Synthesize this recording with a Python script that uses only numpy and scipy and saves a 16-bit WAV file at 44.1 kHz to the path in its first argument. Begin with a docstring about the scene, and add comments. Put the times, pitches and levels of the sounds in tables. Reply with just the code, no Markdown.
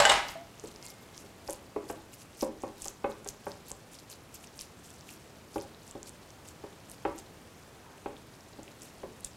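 """Spatula patting a sticky mixture on a plate

A silicone spatula pats and spreads a sticky mixture on a ceramic plate that rests on a wooden counter.
Its thuds ring damped plate modes over a noisy board shudder; the peeling blade crackles and snaps in tiny pops.
A metal utensil clatters down nearby at the start, as damped modes and bursts of coloured noise.
Faint tones ring and the blade rubs once; a quiet kitchen hums and echoes around a nearly mono image."""
import sys
import numpy as np
from scipy import signal
from scipy.fft import rfft, irfft, next_fast_len
from scipy.io import wavfile
from scipy.ndimage import map_coordinates

SR = 44100
rng = np.random.default_rng(int(sys.argv[2]) if len(sys.argv) > 2 else 0)


def dump_mix(stems):
    """Bounce the given channels to the path in sys.argv[1] as a 16-bit WAV at rate SR."""
    frames = np.atleast_2d(stems).T  # one column per channel
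    limited = np.clip(frames, -1, 1)  # hard clip at full scale
    pcm = np.round(limited * 32767).astype(np.int16)
    wavfile.write(sys.argv[1], SR, pcm)


N = 412776

# single sticky strands that snap, loud ones and some faint ones: (t/s, peak level/dB, f/Hz)
SNAPS = [(0.2854, -28, 5500), (0.2907, -30, 4860), (0.5976, -31, 6500), (0.6733, -33, 7400),
         (0.761, -33.5, 5280), (0.827, -32.5, 5300), (0.8647, -28.5, 7600), (1.1785, -29, 5900),
         (1.4981, -26, 7000), (1.5075, -22, 9000), (1.5278, -27.5, 7000), (1.5327, -23, 10200),
         (2.4096, -27, 5540), (2.4125, -23, 5640), (2.4304, -29, 5200), (2.621, -35, 7600),
         (2.8204, -23, 7600), (2.8243, -27, 8850), (2.8454, -25, 6910), (2.8566, -24, 7110),
         (2.863, -30, 5690), (2.875, -28, 7480), (2.883, -18, 6870), (3.2464, -33, 7660),
         (3.2759, -25.5, 7300), (3.288, -18.5, 6600), (3.518, -31.5, 4770), (3.7165, -20.5, 7450),
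         (3.9887, -37, 4900), (4.101, -32, 7300), (4.128, -36, 4130), (4.3428, -34, 7800),
         (4.4414, -39, 2800), (4.592, -27.5, 5270), (4.6112, -25, 5660), (4.6187, -27, 9460),
         (5.0097, -37, 5500), (5.091, -34, 2710), (5.5822, -37, 2700), (5.6125, -32, 5600),
         (5.8786, -35.5, 7340), (5.9115, -30, 7660), (6.0304, -27.5, 6900), (6.094, -29, 8100),
         (6.3053, -37, 6020), (6.4875, -30.5, 7600), (6.8986, -31, 9300), (6.9157, -29, 9860),
         (7.1816, -32, 6900), (7.1878, -30, 7540), (8.1671, -41, 3500), (8.632, -34, 7400),
         (8.68, -38, 2800), (8.8199, -31.5, 7400), (9.207, -34, 10000), (9.246, -21, 8200),
         (9.2481, -18, 7700)]


def amp(db):
    """dB to gain."""
    return 10 ** (np.asarray(db) / 20)


def unit(x):
    """Scaled to rms 1."""
    return x / np.sqrt(np.mean(x ** 2) + 1e-20)


def along(points, hz):
    """Reads a curve of (f/Hz, value) points on a log frequency axis."""
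    f, v = np.transpose(points)
    return np.interp(np.log(hz + 1), np.log(f + 1), v)


def wobble(rate):
    """A smooth random curve, rate knots a second."""
    knots = rng.standard_normal(int(N * rate / SR) + 4)
    return map_coordinates(knots, [np.arange(N) * rate / SR])


def coloured(x, spectrum):
    """Filters x to a (f/Hz, level/dB) spectrum without lead-in (minimum phase)."""
    m = next_fast_len(len(x) + 8192)
    gain = amp(along(spectrum, np.fft.rfftfreq(4096, 1 / SR)))
    # folding the cepstrum onto positive time gives minimum phase
    cepstrum = irfft(np.log(gain + 1e-6))
    cepstrum[1:2048] *= 2
    cepstrum[2049:] = 0
    impulse = irfft(np.exp(rfft(cepstrum)))
    return irfft(rfft(x, m) * rfft(impulse, m), m)[:len(x)]


def add(track, s, sound):
    """Mixes a sound into the track at time s."""
    part = track[round(s * SR):][:len(sound)]
    part += sound[:len(part)]


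def ringing(modes, t, scatter_db, detune):
    """Damped modes, each at a new strength and slightly off pitch; neighbours swing in opposite senses."""
    hz, db, t60 = np.transpose(modes)[:, :, None]
    level_chance, pitch_chance = rng.standard_normal((2, *hz.shape))
    strength = amp(db + scatter_db * level_chance - 60 * t / t60)
    sense = (-1) ** np.arange(len(modes))[:, None]
    swing = np.sin(2 * np.pi * hz * (1 + detune * pitch_chance) * t)
    return np.sum(sense * strength * swing, axis=0)


def clicks(s, gain, hz, cycles):
    """Tiny pops whose envelopes peak at times s: a few cycles that swell and die."""
    t = np.arange(80) / SR
    u = t * hz[:, None] / cycles
    pop = gain[:, None] * u * np.exp(1 - u) * np.sin(2 * np.pi * hz[:, None] * t)
    where = np.round((s - cycles / hz) * SR).astype(int)[:, None] + np.arange(len(t))
    # overlapping pops add up; the spare last bin takes what falls past the end
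    return np.bincount(np.clip(where, 0, N).ravel(), pop.ravel(), N + 1)[:N]


def puff(t):
    """One slow swing of squeezed air."""
    swing = t / 0.0065
    return np.sin(swing * 1.74) * swing * np.exp(1 - swing)


def room_tone():
    """Steady hum and hiss, drifting a little."""
    # colour of the tone: (f/Hz, relative level per Hz/dB)
    hum = [(12, -31), (20, -16), (85, 2.5), (197, 0), (618, -5), (3900, -19), (7830, -23), (14500, -29),
           (15700, -34)]
    drift = amp(0.51 * wobble(1.0) + 0.17 * wobble(8.6))
    return amp(-53.5) * drift * unit(coloured(rng.standard_normal(N), hum))


def side_hiss():
    """Faint steady noise, the only difference between the channels."""
    # its colour: (f/Hz, relative level per Hz/dB)
    wide = [(12, -30), (20, 1), (141, -3.5), (1470, -27.5), (4870, -23.5), (15700, -15)]
    return amp(-73) * unit(coloured(rng.standard_normal(N), wide))


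def peeling():
    """Tiny strands tear in clumps over a wet hiss; brisker peels tear thinner, higher strands."""
    # the blade peels off the mixture: (middle t/s, crackle level/dB, half length/s)
    peels = [(0.3, -52, 0.035), (0.665, -57, 0.064), (0.875, -51, 0.037), (1.194, -57, 0.049),
             (1.503, -46.5, 0.031), (1.905, -51, 0.028), (2.143, -56.5, 0.02), (2.213, -55.5, 0.022),
             (2.417, -45.5, 0.03), (2.632, -58, 0.014), (2.855, -46.5, 0.041), (3.113, -59.5, 0.021),
             (3.291, -45.5, 0.014), (3.49, -61, 0.053), (3.693, -49, 0.021), (3.961, -57, 0.036),
             (4.123, -49.5, 0.021), (4.352, -48.5, 0.01), (4.44, -56.5, 0.02), (4.6, -49, 0.031),
             (4.9, -60, 0.074), (5.112, -53.5, 0.037), (5.585, -55, 0.05), (5.89, -61, 0.031),
             (6.077, -53, 0.016), (6.485, -56.5, 0.021), (6.918, -55, 0.027), (7.191, -56, 0.025),
             (8.841, -50, 0.027), (9.256, -50, 0.017)]
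    # colour of the hiss: (f/Hz, relative level per Hz/dB)
    crackle = [(1180, -44), (2000, -16), (2680, -6), (3950, -20), (7230, -7.5), (10600, -13), (15700, -27)]
    rest_db = -65.5  # a faint crackle never quite stops between peels
    rest_hz, brighter_per_db = 5400, .022  # its middle grain pitch, log pitch rise per dB of peel

    t = np.arange(N) / SR
    level = amp(rest_db)
    for s, db, half in peels:
        level = level + amp(db) * np.exp(-np.abs((t - s) / half) ** 1.67)

    density = 1100 / SR * amp(5 * wobble(70))  # chance of a tear per sample, in clumps
    when = np.flatnonzero(rng.random(N) < density)
    size = amp(-3 * np.log(rng.random(N)[when]))
    brisk_db = 20 * np.log10(level[when]) - rest_db
    pitch_hz = rest_hz * np.exp(brighter_per_db * brisk_db + 0.42 * rng.standard_normal(N)[when])
    pitch_hz = np.clip(pitch_hz, 2400, 12500)
    # thick, low strands ring longer, so they start weaker
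    grains = clicks(when / SR, size * (pitch_hz / 7000) ** .45, pitch_hz, cycles=1.25)
    hiss = coloured(rng.standard_normal(N) * amp(5.1 * wobble(90)), crackle)
    return level * unit(unit(grains) + 0.55 * unit(hiss))


def clatter():
    """The utensil bounces to rest: each scraping contact rings the metal and leaves a dull rattle."""
    # bounces: (t/s, relative level/dB, ring against rattle/dB)
    bounces = [(0.0005, -10.5, -0.5), (0.0205, -18, 0.5), (0.0519, -11.5, 3.5), (0.0935, -13.5, 1.5),
               (0.0978, -13, 6), (0.1182, -15.5, 0.5), (0.2849, -33.5, -2.5)]
    # modes of the utensil before detuning: (f/Hz, relative level/dB, t60/s)
    metal = [(599.7, -1, 0.14), (801, -7.5, 0.43), (1075, -7, .08), (1613, 0, 0.048), (2124, -18, 0.49),
             (2590, -7, 0.032), (2993, 1.5, 0.036), (3710, 3.5, 0.023), (4490, -2, 0.023),
             (5260, -4.5, 0.037), (6530, -9, 0.032), (7450, -3.5, 0.031), (8080, -1, .03)]
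    # colour of the rattle: (f/Hz, level per Hz/dB)
    rattle_colour = [(24, -63), (40, -16), (77, -17), (267, -22), (499, -12), (823, -4.5), (1320, -9),
                     (3880, -16), (9780, -29), (15700, -49)]

    out, bursts, t = np.zeros(N), np.zeros(N), np.arange(SR // 2) / SR
    for s, db, ring_db in bounces:
        contact = amp(-60 * t[:600] / 0.0051) * rng.standard_normal(600)
        modes = ringing(metal, t, scatter_db=3.0, detune=.03)
        ring = signal.fftconvolve(modes, contact / np.linalg.norm(contact))
        add(out, s, amp(db + ring_db - 13.5) * ring)
        # a quick decay with a weaker, slower one behind it
        dying = amp(-60 * t / 0.018) + 0.28 * amp(-60 * t / 0.39)
        attack = 1 - np.exp(-t / 0.0011)
        add(bursts, s, amp(db) * attack * dying * rng.standard_normal(len(t)))
    rattle = coloured(bursts * amp(1.3 * wobble(165)), rattle_colour)
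    return out + amp(16) * rattle


def room(x, step=.4):
    """The kitchen's tail: each frequency dies at its own speed, each step of seconds meets a new tail."""
    # decay of the kitchen: (f/Hz, t60/s)
    kitchen = [(100, 0.81), (500, 0.33), (2000, 0.45), (5000, 0.36), (12000, 0.18)]
    out, size = np.zeros(N), round(step * SR)
    for start in range(0, N, size):
        hz, t, z = signal.stft(rng.standard_normal(SR * 3 // 4), SR, nperseg=256)
        decay = amp(-60 * t / along(kitchen, hz)[:, None])
        tail = signal.istft(z * decay, SR, nperseg=256)[1]
        echo = signal.fftconvolve(x[start:start + size], tail / np.linalg.norm(tail))
        add(out, start / SR + .003, echo)
    return out


def snaps():
    """Each strand lets go in a pop with a lower partial, and a weaker twin comes off the plate."""
    s, db, hz = np.transpose(SNAPS)
    pop = clicks(s, amp(db), hz, cycles=0.87)
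    low = clicks(s, amp(db - 28.0), 0.43 * hz, cycles=0.88)
    twin = clicks(s + 0.00077, amp(db - 17.0), 1.03 * hz, cycles=1.6)
    return pop + low + twin


def suction():
    """Air rushes in behind every snapping strand: a low puff of inverted sign."""
    out, t = np.zeros(N), np.arange(SR // 10) / SR
    for s, db, hz in SNAPS:
        add(out, s, -amp(db - 32) * puff(t))
    return out


def pings():
    """Single soft tones that swell and fade, wavering in strength and phase."""
    # faint rings from elsewhere in the kitchen: (t/s, level before swell and waver/dB, f/Hz, t60/s, attack/s)
    tones = [(0.354, -36.5, 675, .34, .001), (0.76, -54, 2140, 1.3, .12)]
    out, t = np.zeros(N), np.arange(SR) / SR
    for s, db, hz, t60, attack in tones:
        waver_db, phase_drift = 5 * wobble(60)[:SR], .7 * wobble(45)[:SR]
        swell = 1 - np.exp(-t / attack)
        tone = np.sin(2 * np.pi * hz * t + phase_drift)
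        add(out, s, amp(db + waver_db - 60 * t / t60) * swell * tone)
    return out


def thuds():
    """The blade rings the plate: the harder the thud, the shorter its contact and the brighter its sound."""
    # thuds of the blade as it pats the plate or peels away: (t/s, peak level/dB, hardness/dB)
    blade_thuds = [(0.636, -32.5, -19), (1.239, -46.5, -15), (1.484, -28.5, -8.5), (1.76, -23, -10.5),
                   (1.897, -26.5, -4), (2.424, -18, -10.5), (2.634, -24, -7), (2.855, -36.5, 0),
                   (3.041, -17.5, -1.5), (3.259, -36, 0), (3.466, -26, -7.5), (3.71, -37.5, -2),
                   (5.557, -23, -13.5), (5.951, -35, -22), (6.637, -33, -9), (7.05, -19, -1),
                   (8.058, -25, -1), (8.586, -37, -15), (9.031, -31.5, -7)]
    # modes of the plate on its board before detuning: (f/Hz, relative level/dB, t60/s)
    plate = [(109, -3.5, 0.25), (213, -13.5, 0.11), (327, -2.5, 0.15), (360, -7, 0.15), (409, 9, 0.052),
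             (518.5, 0.5, 0.12), (576.5, 2.5, 0.14), (691, -2, 0.1), (798, 11, 0.043), (954, 1.5, 0.056),
             (981, -0.5, 0.14), (1144, 6, 0.049), (1302, -2.5, 0.064), (1530, 1.5, 0.037),
             (1893, -4, 0.055), (2190, -1.5, 0.068), (2210, -12, 0.036), (2470, 4.5, 0.033),
             (3160, -7, 0.036)]
    push_db, push_grows = -37, .6  # air push with a 0 dB thud, its dB per dB of thud
    thud_lag_s = 0.00149  # delay of the thud behind the push

    out, t = np.zeros(N), np.arange(SR // 3) / SR
    # no deep bass from a small plate, no treble from a soft blade
    band = signal.butter(3, [200, 3300], "band", fs=SR)
    for s, db, hard_db in blade_thuds:
        contact_s = 0.00047 * amp(-.7 * hard_db)
        u = t[:900] / contact_s
        force = u * np.exp(-4 * u)
        # the board under the plate adds a dense shudder between the modes
        shudder = amp(14.5) * amp(-60 * t / 0.065) * rng.standard_normal(len(t))
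        modes = ringing(plate, t, scatter_db=2.0, detune=0.013)
        thud = signal.lfilter(*band, signal.fftconvolve(modes + shudder, force))
        add(out, s + thud_lag_s, amp(db) * thud / np.abs(thud).max())
        add(out, s, amp(push_db + push_grows * db) * puff(t))  # air pushed by the blade
    return out


def rub():
    """The blade's edge slides briefly along the plate: a swell of fluttering coloured noise."""
    # colour of the rub: (f/Hz, relative level per Hz/dB)
    rub_colour = [(600, -30), (900, 2), (1150, -8), (1600, -3), (2300, -25)]
    middle_s, half_s = 7.92, 0.086
    stroke = np.exp(-((np.arange(N) / SR - middle_s) / half_s) ** 4)
    flutter = rng.standard_normal(N) * amp(3 * wobble(60))
    noise = coloured(flutter, [(20, -90), *rub_colour, (9000, -90)])
    return amp(-59.5) * stroke * unit(noise)


def scene():
    """All sources arrive alike at both channels; only a faint hiss differs."""
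    plate_hits, metal_hits = thuds(), clatter()
    sticky = snaps() + peeling()
    room_send = amp(-6.0) * plate_hits + amp(-13.5) * sticky + amp(-7) * metal_hits
    mid = plate_hits + sticky + metal_hits + pings() + suction() + rub() + room(room_send) + room_tone()
    side = side_hiss()
    return np.array([mid + side, mid - side])


def record(dry):
    """A steep band limit keeps nothing from 15870 Hz up."""
    m = next_fast_len(N + 8192)
    passed = np.fft.rfftfreq(m, 1 / SR) < 15870
    return irfft(rfft(dry, m) * passed, m)[:, :N]


dry = scene()
out = record(dry)
dump_mix(out)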